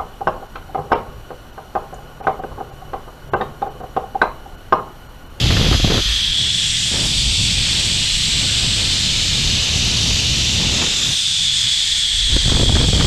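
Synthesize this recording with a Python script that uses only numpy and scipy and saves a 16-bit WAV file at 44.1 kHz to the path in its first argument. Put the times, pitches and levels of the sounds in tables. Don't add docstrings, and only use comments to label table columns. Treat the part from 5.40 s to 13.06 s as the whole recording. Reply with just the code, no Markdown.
import sys
import numpy as np
from scipy import signal
from scipy.fft import rfft, irfft, next_fast_len
from scipy.io import wavfile
from scipy.ndimage import uniform_filter1d, map_coordinates

SR = 44100
rng = np.random.default_rng(int(sys.argv[2]) if len(sys.argv) > 2 else 0)


def to_wav(s):
    ch = np.atleast_2d(s).T
    pcm = np.round(np.clip(ch, -1, 1) * 32767)
    wavfile.write(sys.argv[1], SR, pcm.astype(np.int16))


def voltage_ratio(level):
    return 10 ** (np.asarray(level, float) / 20)


N = 337806

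# [t/s, turn: 0 back, 1 side, 2 ahead]
HEADING = [(0, 0), (.6, 0), (1.0, 1.04), (1.3, 1.3), (1.7, 1.5), (5.2, 2.5), (5.8, 1.18), (6.9, 0.96),
           (7.3, 1.2), (7.66, 1.8)]
# [f/Hz, level/dB per Hz]
WHIR_BACK = [(500, -51), (1200, -22), (2300, -17), (3200, -7.5), (4000, -8.5), (4950, -11.5), (5400, -16.5),
             (6400, -16), (8500, -27), (9000, -35), (9800, -33), (11200, -28), (13200, -41), (14000, -52),
             (15700, -62)]
WHIR_SIDEWAYS = [(700, -43), (850, -35.5), (1400, -30), (1750, -22.5), (2700, -16.5), (3400, -7.5),
                 (4400, -11.5), (5150, -14), (8400, -17.5), (9100, -28.5), (10200, -36), (11000, -34),
                 (12200, -43.5), (15700, -57)]
WHIR_AHEAD = [(710, -29), (2150, -10.5), (2900, 0.5), (3350, -2), (4200, -2.5), (5000, -6.5), (7760, -11),
              (8640, -15), (9200, -26), (10000, -27), (10900, -23.5), (11900, -34), (13200, -36),
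              (15700, -58)]
# [t/s, level/dB]
WHIR_LEVEL = [(0, -20), (.6, -20), (.75, -17.5), (1.0, -17), (1.4, -18.5), (2, -17.5), (5.4, -18),
              (6.3, -16.5), (7, -17.5), (7.2, -18.5), (7.66, -19.5)]
# [t/s, f/Hz, boost/dB]
HOLLOW = [(0, 3380, 5.5), (.4, 3320, 5.5), (.68, 3350, 8), (.95, 3300, 12), (1.15, 3410, 8.5),
          (1.4, 3240, 5), (1.8, 3530, 5.5), (2.5, 3400, 3.5), (4.2, 3680, 4.5), (5.3, 3610, 5.5),
          (5.7, 3560, 8), (6.1, 3425, 11), (7, 3320, 8.5), (7.3, 3340, 10.5), (7.66, 3240, 8.5)]
# [t/s, band f/Hz, boost/dB, notch f/Hz, cut/dB]
SHADOW = [(0, 6300, 0, 7900, -1), (.35, 6200, 1, 7700, 1), (.6, 6070, 3, 7360, 1), (.78, 6000, -1, 6900, 4),
          (.82, 7900, -2, 6760, 7), (.95, 8000, -2, 6400, 6), (1.3, 8100, 2.5, 6600, 1.5),
          (3.2, 7850, 4.5, 6360, 2), (3.9, 6700, 2.5, 8600, 2), (4.5, 5960, 4.5, 8350, 2.5),
          (5.2, 6000, 3.5, 8800, 5), (5.6, 7300, 4.5, 9200, 10), (5.9, 8050, 1, 5500, -0.5),
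          (6.8, 7600, 0.5, 5400, 3), (7.66, 7460, 1.5, 6540, 1)]
# [t/s, low mode f/Hz, level/dB, trough f/Hz, depth/dB, high mode f/Hz, level/dB]
PLATE_MODES = [(0, 1700, 0, 2750, -4, 4370, 2), (.7, 1700, 3.5, 2750, 0.5, 4500, 0),
               (1.35, 1700, 2.5, 2750, -2, 4480, -2), (1.65, 1500, 0, 2770, 3, 4900, 2),
               (1.95, 1750, -7, 2500, 0, 4400, 0), (2.25, 1400, 1.5, 2400, 0, 4400, 0),
               (2.55, 1400, -1.5, 2150, 2, 4800, 2), (3.2, 1600, 0.5, 2770, 1, 4400, 1),
               (3.6, 1500, -2, 2750, 3, 4300, 1.5), (4.05, 1400, -1, 2750, -0.5, 4250, 1),
               (4.6, 1550, -1.5, 2750, 0.5, 4800, 2.5), (5.25, 1600, -5, 2700, 0.5, 4800, 1.5),
               (5.55, 1150, 3, 3020, 5, 4340, -5), (5.9, 1800, -1.5, 3000, 0.5, 4400, -2),
               (6.45, 1760, 2.5, 2730, 2, 4700, 1.5), (6.75, 1750, 2.5, 2750, 0.5, 4300, 1.5),
               (7.1, 1600, 5, 2750, 3, 4470, 1.5), (7.66, 1700, -5, 2720, 8, 4800, 2)]
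# [t/s, half length/s, level/dB]
GLINTS = [
    (.34, .1, 0),
    (1.68, 0.13, 3.5),
    (2.9, .3, 0.5),
    (5.35, .2, 0),
    (5.7, 0.13, 3),
    (7.2, .06, 1.5),
]

# [f/Hz, level/dB per Hz]
RUMBLE_COLOUR = [(15, -8), (30, -0.5), (55, 2), (80, -10), (130, -26.5), (300, -84)]
BUFFET_COLOUR = [(30, -45), (70, -1), (110, -1), (170, -6), (260, -22), (500, -47.5), (1200, -100)]
EDDY_COLOUR = [(60, -18.5), (200, 4.5), (400, -4.5), (800, -9.5), (1500, -16), (2500, -11), (6000, -48),
               (16000, -100)]
# [f/Hz, level/dB per Hz]
TEAR_COLOUR = [(60, -29.5), (200, 1.5), (450, -3), (800, -10), (1400, -21.5), (2500, -28.5), (5000, -43),
               (16000, -110)]
SPIT_COLOUR = [(300, -20.5), (800, -2.5), (1300, -2), (2000, -6.5), (3200, -15), (16000, -100)]
# [t/s, level/dB]
AIR = [(0, -19), (.1, -15), (.58, -21.5), (.63, -39.5), (.98, -31), (1.35, -34), (1.62, -28), (2.1, -25),
       (2.75, -27.5), (4.1, -24), (5.2, -23), (5.55, -32.5), (5.74, -32), (5.79, -41), (6.8, -40),
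       (7.08, -26), (7.24, -19.5), (7.66, -16)]
# [t/s, half length/s, level/dB]
HEAVES = [(0.01, 0.03, -3), (0.14, 0.022, -10), (0.37, 0.2, 4.5), (0.58, 0.02, -4.5), (0.69, 0.094, 18.5),
          (0.9, 0.028, 11.5), (0.98, 0.03, -9), (1.08, 0.1, -9.0), (1.09, 0.02, 8), (1.2, 0.02, -6.5),
          (1.3, 0.03, 5.5), (1.47, 0.07, -6.0), (1.65, 0.025, 7), (1.72, 0.018, -5.0), (1.77, 0.02, 5.5),
          (1.83, 0.02, -5.0), (1.84, 0.07, 8.5), (1.89, 0.02, 4.5), (1.95, 0.02, -5.0), (2.01, 0.02, 1),
          (2.11, 0.02, -4.5), (2.19, 0.045, 4), (2.27, 0.02, -5.0), (2.37, 0.02, -8), (2.67, 0.022, -10),
          (2.75, 0.026, 7.5), (2.98, 0.045, 1), (3.09, 0.03, -9), (3.24, 0.03, 5), (3.43, 0.028, 0),
          (3.61, 0.05, -10), (3.72, 0.02, -1), (3.99, 0.02, -6), (4.07, 0.02, 6), (4.27, 0.063, -9),
          (4.47, 0.02, 3), (4.55, 0.03, -5.5), (4.66, 0.02, -8), (4.73, 0.027, 8), (4.82, 0.049, -12),
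          (5.1, 0.087, -5), (5.41, 0.045, -7), (5.6, 0.03, -7.0), (5.79, 0.07, -7), (5.94, 0.03, -5.0),
          (6.03, 0.045, 3), (6.19, 0.03, 6.0), (6.33, 0.1, -1), (6.55, 0.091, 6.5), (6.76, 0.033, 9),
          (6.87, 0.045, -4.5), (6.89, 0.13, 22), (7.1, 0.05, 4), (7.22, 0.17, 8.5), (7.25, 0.02, -8),
          (7.32, 0.02, -6), (7.45, 0.1, 3), (7.58, 0.02, 4)]
# [t/s, half length/s, level/dB]
SURGES = [(0.0, 0.02, -4.5), (0.04, 0.023, 3.5), (0.4, 0.025, -9), (0.52, 0.018, 2), (0.58, 0.045, -2),
          (0.63, 0.086, 5.5), (0.66, 0.02, 4.0), (0.78, 0.022, -4.5), (0.95, 0.02, -5.5), (1.01, 0.02, 4.0),
          (1.2, 0.14, 3.5), (1.21, 0.02, -6), (1.42, 0.02, 1), (1.5, 0.015, -3), (1.51, 0.14, 3),
          (1.65, 0.041, 2.5), (1.97, 0.02, -6), (1.98, 0.11, 3.5), (2.0, 0.017, 5.5), (2.13, 0.018, 0),
          (2.19, 0.02, 4.5), (2.25, 0.02, -3.5), (2.38, 0.017, 5.5), (2.43, 0.02, -5), (2.61, 0.02, 5),
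          (2.71, 0.045, -6.0), (2.92, 0.018, -10), (2.96, 0.15, 2.0), (3.28, 0.016, 5.5), (3.62, 0.03, 1.5),
          (3.72, 0.07, -4.0), (3.85, 0.02, -6.5), (4.17, 0.017, -2), (4.26, 0.03, -8), (4.36, 0.02, 5),
          (4.57, 0.02, 0), (4.64, 0.077, 2.0), (4.92, 0.026, 4), (5.29, 0.1, 3.5), (5.54, 0.045, -6),
          (5.7, 0.03, 7.5), (5.76, 0.022, -6.5), (5.89, 0.045, 2.5), (6.06, 0.15, 7.5), (6.26, 0.034, 9.5),
          (6.42, 0.02, -4.0), (6.71, 0.02, -4.5), (6.8, 0.025, 6), (6.91, 0.026, 6), (6.95, 0.03, 13.5),
          (7.01, 0.025, -10), (7.06, 0.016, 2), (7.11, 0.02, -12), (7.11, 0.07, 3), (7.16, 0.02, 7),
          (7.19, 0.019, -3.5), (7.22, 0.02, 5), (7.35, 0.02, 5), (7.39, 0.02, -1), (7.58, 0.02, -5.0),
          (.85, .06, -1),
    (1.1, 0.059, 0),
    (6.8, .035, -9),
    (6.933, .06, -5),
    (7.3, .06, 1.5),
]
# [t/s, half length/s, level/dB]
PUFFS = [(.1, .03, -1), (.25, 0.093, 4), (.39, 0.054, -11), (.68, 0.11, 7.5), (1.03, 0.041, 3.5),
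         (1.4, 0.087, -3), (6.25, .04, 4), (6.93, 0.048, 10), (7.26, 0.066, -10), (7.4, 0.028, 5),
         (7.5, 0.044, -12),
         (1.49, 0.02, -3.0), (1.533, 0.02, 5), (1.583, 0.1, 11.5), (1.61, 0.02, 0), (1.65, 0.02, 2.0),
              (1.69, 0.02, -2.5), (1.97, 0.02, -2.5), (2.09, 0.17, -3.5), (2.31, 0.02, -2),
              (2.38, 0.03, 2.0), (2.49, 0.1, 2.0), (2.788, 0.15, -5), (2.96, 0.02, 3.0), (3.043, 0.03, 6),
              (3.24, 0.025, 5), (3.41, 0.054, 4), (3.57, 0.02, 1), (3.612, 0.02, -2.5), (3.832, 0.02, -2.5),
              (3.9, 0.02, -4), (4.05, 0.02, 0), (4.06, 0.02, 1.5), (4.31, 0.02, -1), (4.36, 0.02, 2.5),
              (4.4, 0.02, -4), (4.48, 0.15, 2), (4.622, 0.03, -1), (4.69, 0.027, 5), (4.83, 0.02, -1),
              (4.95, 0.03, 0), (4.998, 0.018, 2), (5.226, 0.056, 6), (5.417, 0.02, 6), (5.434, 0.15, 13),
              (5.457, 0.02, -3), (5.504, 0.05, -4.5), (5.617, 0.03, 2.5), (5.69, 0.085, 6.5),
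              (5.76, 0.02, -5), (5.8, 0.02, 2)]
# [t/s, peak level/dB,
# thump level/dB re peak, bright edge level/dB re peak]
SLAPS = [(0.038, -25, 8, -17), (0.104, -12, -4, -9), (.15, -17, -4, -16), (.166, -15, -6, -7),
         (.194, -16, -6, -14), (0.21, -13.5, 1, -8), (.243, -15, -7, -9), (0.26, -13.5, 4, -15),
         (.284, -21, 11, -11), (0.31, -10, -2, -15), (.324, -12, -17, -8), (.341, -12.5, -1, -9.5),
         (.395, -16.5, -7, -13), (0.443, -9, 5.5, -29), (0.472, -13, -5, -20), (.503, -11.5, -4, -15),
         (.514, -10, -2, -20), (.538, -11, -1, -20), (0.559, -17, -6, -10), (.576, -12.5, -11, -10),
         (.584, -18, -5, -9), (.056, -17, 0, -19), (.225, -17, -4, -9), (.355, -22, 3, -10),
         (5.385, -28, -8, -10), (5.412, -23, -10, -2), (5.423, -21.5, -12, -3), (5.435, -24, -8, -5),
         (5.462, -25, -7, -6),
         (6.923, -28, -2, -4), (6.961, -13, -12, -11), (7.054, -22.5, 9, -7), (7.076, -16, 9.5, -18),
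              (7.093, -19, -9, -4), (7.116, -12, 4, -14), (7.145, -18, 1, -9), (7.164, -14.5, 8, -17),
              (7.194, -11, -4, -27), (7.209, -14.5, 4, -20), (7.228, -10, -1, -22), (7.255, -19, -4, -16),
              (7.277, -20, 2, -16), (7.291, -11, -2, -27), (7.321, -17, -5, -15), (7.352, -13.5, -4, -11),
              (7.382, -20, -8, -22), (7.409, -15, -1, -22), (7.439, -12.5, -7, -17), (7.483, -14.5, 7, -22),
              (7.528, -13, 4, -12), (7.56, -18, -6, -13), (7.597, -13.5, 5, -10), (7.62, -20, 2, -13),
              (7.643, -12, -2, -12), (7.127, -20, -2, -9), (7.364, -15, -8, -9), (7.396, -16, -6, -15),
              (7.425, -19, -4, -16), (7.448, -22, -6, -12), (7.497, -21, -8, -17), (7.548, -14, -3, -14),
              (7.575, -20, -10, -11), (7.607, -15, 1, -5), (.118, -17, -4, -8), (.497, -14, -8, -9)]

# [f/Hz, level/dB per Hz]
WIDTH_COLOUR = [(40, -2), (100, -6), (210, 0), (1250, -7), (2500, -4), (3800, -3), (6200, -3), (7900, -2),
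                (9200, -11), (11600, -14), (12000, -60)]
# [start t/s, end t/s, level/dB, gap from f/Hz, gap to f/Hz]
OPENINGS = [
    (0.354, .45, -44, 3500, 3800),
    (.97, 1.17, -44, 9300, 10000),
    (1.62, 2.15, -42, 3820, 7300),
    (3.2, 4.1, -41, 9100, 9300),
    (4.1, 4.73, -40.5, 2900, 7100),
    (4.86, 4.93, -47, 2520, 7600),
    (7.283, 7.39, -41, 3920, 4900),
]
# [from t/s, edge f/Hz]
BAND_EDGE = [(0, 13900), (.95, 15700), (1.03, 13900), (1.3, 14500), (1.6, 16000), (1.76, 14100),
             (2.15, 14600), (2.33, 15700), (2.43, 14600), (2.52, 15700), (2.62, 14600), (2.68, 15700),
             (2.85, 14500), (3.02, 15700), (3.07, 14500), (3.14, 15700), (3.28, 13750), (4.75, 14400),
             (5.62, 15700), (5.76, 14400), (6, 15700), (6.75, 14500), (7.35, 13700)]
# [f/Hz, share 0-1]
DROPOUTS = [(11000, 0), (12500, .06), (14300, .15), (14600, .7), (15100, .65), (15300, .3)]

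USUAL_DB = -25
RUMBLE_DB, RUMBLE_GROWS = -29.5, 0.79
EDDY_DB, EDDY_GROWS = -38, 1.08


def unit(x):
    return x / np.sqrt(np.mean(x ** 2) + 1e-20)


def along(points, hz):
    f, v = np.transpose(points)
    return np.interp(np.log(hz + 1), np.log(f + 1), v)


def curves(rows, t):
    s, *cols = np.transpose(rows)
    return [np.interp(t, s, c) for c in cols]


def swells(rows, t):
    return sum(db * np.exp(-((t - s) / half) ** 2) for s, half, db in rows)


def wobble(rate):
    knots = rng.standard_normal(int(N * rate / SR) + 4)
    return map_coordinates(knots, [np.arange(N) * rate / SR])


def bump(hz, centre_hz, width_hz):
    return 1 / (1 + ((hz - centre_hz) / width_hz) ** 2)


def coloured(x, spectrum):
    m = next_fast_len(N + 8192, True)
    gain = voltage_ratio(along(spectrum, np.fft.rfftfreq(m, 1 / SR)))
    cep = irfft(np.log(gain + 1e-6), m)
    cep[1:m // 2] *= 2
    cep[m // 2 + 1:] = 0
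    return irfft(rfft(x, m) * np.exp(rfft(cep)), m)[:N]


def steady(x, span_s, share):
    w = np.hanning(round(span_s * SR))
    power = abs(signal.fftconvolve(x ** 2, w / w.sum(), "same")) + 1e-9 * np.mean(x ** 2)
    return unit(x / power ** (np.clip(share, 0, 1) / 2))


def smeared(x, bins, frames):
    return uniform_filter1d(uniform_filter1d(x, size=bins, axis=0), size=frames, axis=1)


def random_cells(hz, t, frames):
    cells = rng.random((len(hz) // 8 + 1, len(t) // frames + 1))
    return np.kron(cells, np.ones((8, frames)))[:len(hz), :len(t)]


def stereo_width():
    hz, t, z = signal.stft(unit(coloured(rng.standard_normal(N), WIDTH_COLOUR)), SR, nperseg=1024)
    gain = 0
    for start, end, db, gap_lo_hz, gap_hi_hz in OPENINGS:
        outside_gap = (hz < gap_lo_hz) | (hz > gap_hi_hz)
        gain = gain + voltage_ratio(db) * np.outer(outside_gap, (t > start) & (t < end))
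    missing = np.where(hz > 9200, .65, .2)
    gain = gain * (random_cells(hz, t, 3) > missing[:, None])
    return signal.istft(z * gain, SR, nperseg=1024)[1][:N]


def airstream(t):
    extra_db = curves(AIR, t)[0] - USUAL_DB
    rumble_db = RUMBLE_DB + RUMBLE_GROWS * extra_db + swells(HEAVES, t)
    buffet_db = USUAL_DB + extra_db + swells(SURGES, t)
    eddy_db = EDDY_DB + EDDY_GROWS * extra_db + swells(PUFFS, t)
    return rumble_db, buffet_db, eddy_db


def rumble():
    rumble_db = airstream(np.arange(N) / SR)[0]
    return voltage_ratio(rumble_db + 0.8) * steady(coloured(rng.standard_normal(N), RUMBLE_COLOUR), .07, .8)


def buffet_and_eddies():
    _, buffet_db, eddy_db = airstream(np.arange(N) / SR)
    buffet = steady(coloured(rng.standard_normal(N), BUFFET_COLOUR), 0.045, 0.61)
    pointed = buffet + 0.097 * (buffet ** 2 - 1)
    shedding_db = 2.3 * np.tanh(buffet) + 1.3 * wobble(25) + 2.1 * wobble(90)
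    eddies = steady(coloured(voltage_ratio(shedding_db) * rng.standard_normal(N), EDDY_COLOUR), 0.037, 0.79)
    gathered_db = 0.4 * np.clip(eddy_db + 33.5, 0, None)
    return voltage_ratio(buffet_db - 1.02) * pointed + voltage_ratio(eddy_db - gathered_db + 3.5) * eddies


def slaps():
    t = np.arange(4096) / SR
    tears, spits, thumps = np.zeros((3, N + len(t)))
    for s, db, thump_db, spit_db in SLAPS:
        start = round(s * SR)
        rise_s = 0.0034 * np.exp(0.21 * rng.standard_normal())
        shape = (t / rise_s) * np.exp(1 - t / rise_s)
        burst = np.sign(rng.standard_normal(len(t))) * shape
        body = uniform_filter1d(burst, size=30) - uniform_filter1d(burst, size=150)
        burst = voltage_ratio(db - 15.5) * burst * np.linalg.norm(shape) / np.linalg.norm(body)
        tears[start:][:len(t)] += burst
        spits[start:][:len(t)] += voltage_ratio(spit_db) * burst
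        thumps[start] = voltage_ratio(db + thump_db)
    torn = voltage_ratio(13) * coloured(tears[:N], TEAR_COLOUR)
    bright = voltage_ratio(11.5) * coloured(spits[:N], SPIT_COLOUR)
    return torn + bright + voltage_ratio(44.0) * coloured(thumps[:N], BUFFET_COLOUR)


def heading_colour(hz, t, turn):
    heading = np.clip(turn, 0, 2)
    colour_db = 0
    for k, spectrum in enumerate([WHIR_BACK, WHIR_SIDEWAYS, WHIR_AHEAD]):
        colour_db = colour_db + np.clip(1 - abs(heading - k), 0, 1) * along(spectrum, hz)
    band_hz, boost_db, notch_hz, cut_db = curves(SHADOW, t)
    colour_db = colour_db + boost_db * bump(hz, band_hz, 540) - cut_db * bump(hz, notch_hz, 430)
    shoulder_db = 0.035 * (airstream(t)[2] - EDDY_DB) - 0.5 * abs(np.gradient(turn, t)) * (turn > 1)
    return colour_db + swells(GLINTS, t) * (hz > 9000) + shoulder_db * bump(hz, 1800, 520)


def plate_colour(hz, t):
    low_hz, low_db, trough_hz, trough_db, high_hz, high_db = curves(PLATE_MODES, t)
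    modes_db = low_db * bump(hz, low_hz, 260) + high_db * bump(hz, high_hz, 280)
    return modes_db - trough_db * bump(hz, trough_hz, 160) + 4.5 * bump(hz, 796, 70)


def trolley():
    throb_db = 0.098 * wobble(8.0) + 0.18 * wobble(25) + 0.22 * wobble(160)
    hz, t, z = signal.stft(rng.standard_normal(N) * voltage_ratio(throb_db), SR, nperseg=1024)
    hz = hz[:, None]
    (level_db,), (hollow_hz, hollow_db), (turn,) = curves(WHIR_LEVEL, t), curves(HOLLOW, t), curves(HEADING, t)
    hollow_width_hz = 233 - 35 * turn
    colour_db = heading_colour(hz, t, turn) + plate_colour(hz, t)
    colour_db = colour_db + hollow_db * bump(hz, hollow_hz, hollow_width_hz)
    local = abs(smeared(abs(z) ** 2, 9, 7))
    z = z * (local.mean() / local) ** (0.14 * bump(hz, hollow_hz, 700))
    sizzle = np.interp(t * 22, np.arange(200), rng.standard_normal(200))
    colour_db = colour_db + 0.84 * sizzle * np.clip((hz - 3800) / 3000, 0, 1)
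    patches = unit(smeared(rng.standard_normal(z.shape), 14, 6))
    small_modes = unit(smeared(rng.standard_normal(z.shape), 3, 60))
    gain = voltage_ratio(colour_db + 0.43 * patches + 1.45 * small_modes * (1 - bump(hz, hollow_hz, 350)))
    gain *= voltage_ratio(level_db) / np.sqrt(np.mean(gain ** 2, axis=0))
    return signal.istft(z * gain, SR, nperseg=1024)[1][:N]


def scene():
    side = stereo_width()
    air = rumble() + buffet_and_eddies() + slaps()
    middle = trolley() * (1 - 0.31 * air) + air
    return np.array([middle + side, middle - side])


def roll_off(x):
    return signal.sosfilt(signal.butter(12, 15730, fs=SR, output="sos"), x)


def record(dry):
    soft = dry / (1 + abs(dry / .95) ** 6) ** (1 / 6)
    hz, t, z = signal.stft(soft, SR, nperseg=1024)
    starts, edge_hz = np.transpose(BAND_EDGE)
    step = np.clip(np.searchsorted(starts, t, "right") - 1, 0, None)
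    edge_hz = edge_hz[step] - 250 * rng.random(len(t))
    lower_hz = np.where(edge_hz > 14850, 14450, 13700)
    falls_back = np.repeat(rng.random(len(t)), 2)[:len(t)] < .3
    edge_hz = np.where(falls_back, np.minimum(lower_hz, edge_hz), edge_hz)
    z = z * (random_cells(hz, t, 2) > along(DROPOUTS, hz)[:, None])
    kept = signal.istft(z * (hz[:, None] < edge_hz), SR, nperseg=1024)[1][:, :N]
    return roll_off(kept)


dry = scene()
out = record(dry)
to_wav(out)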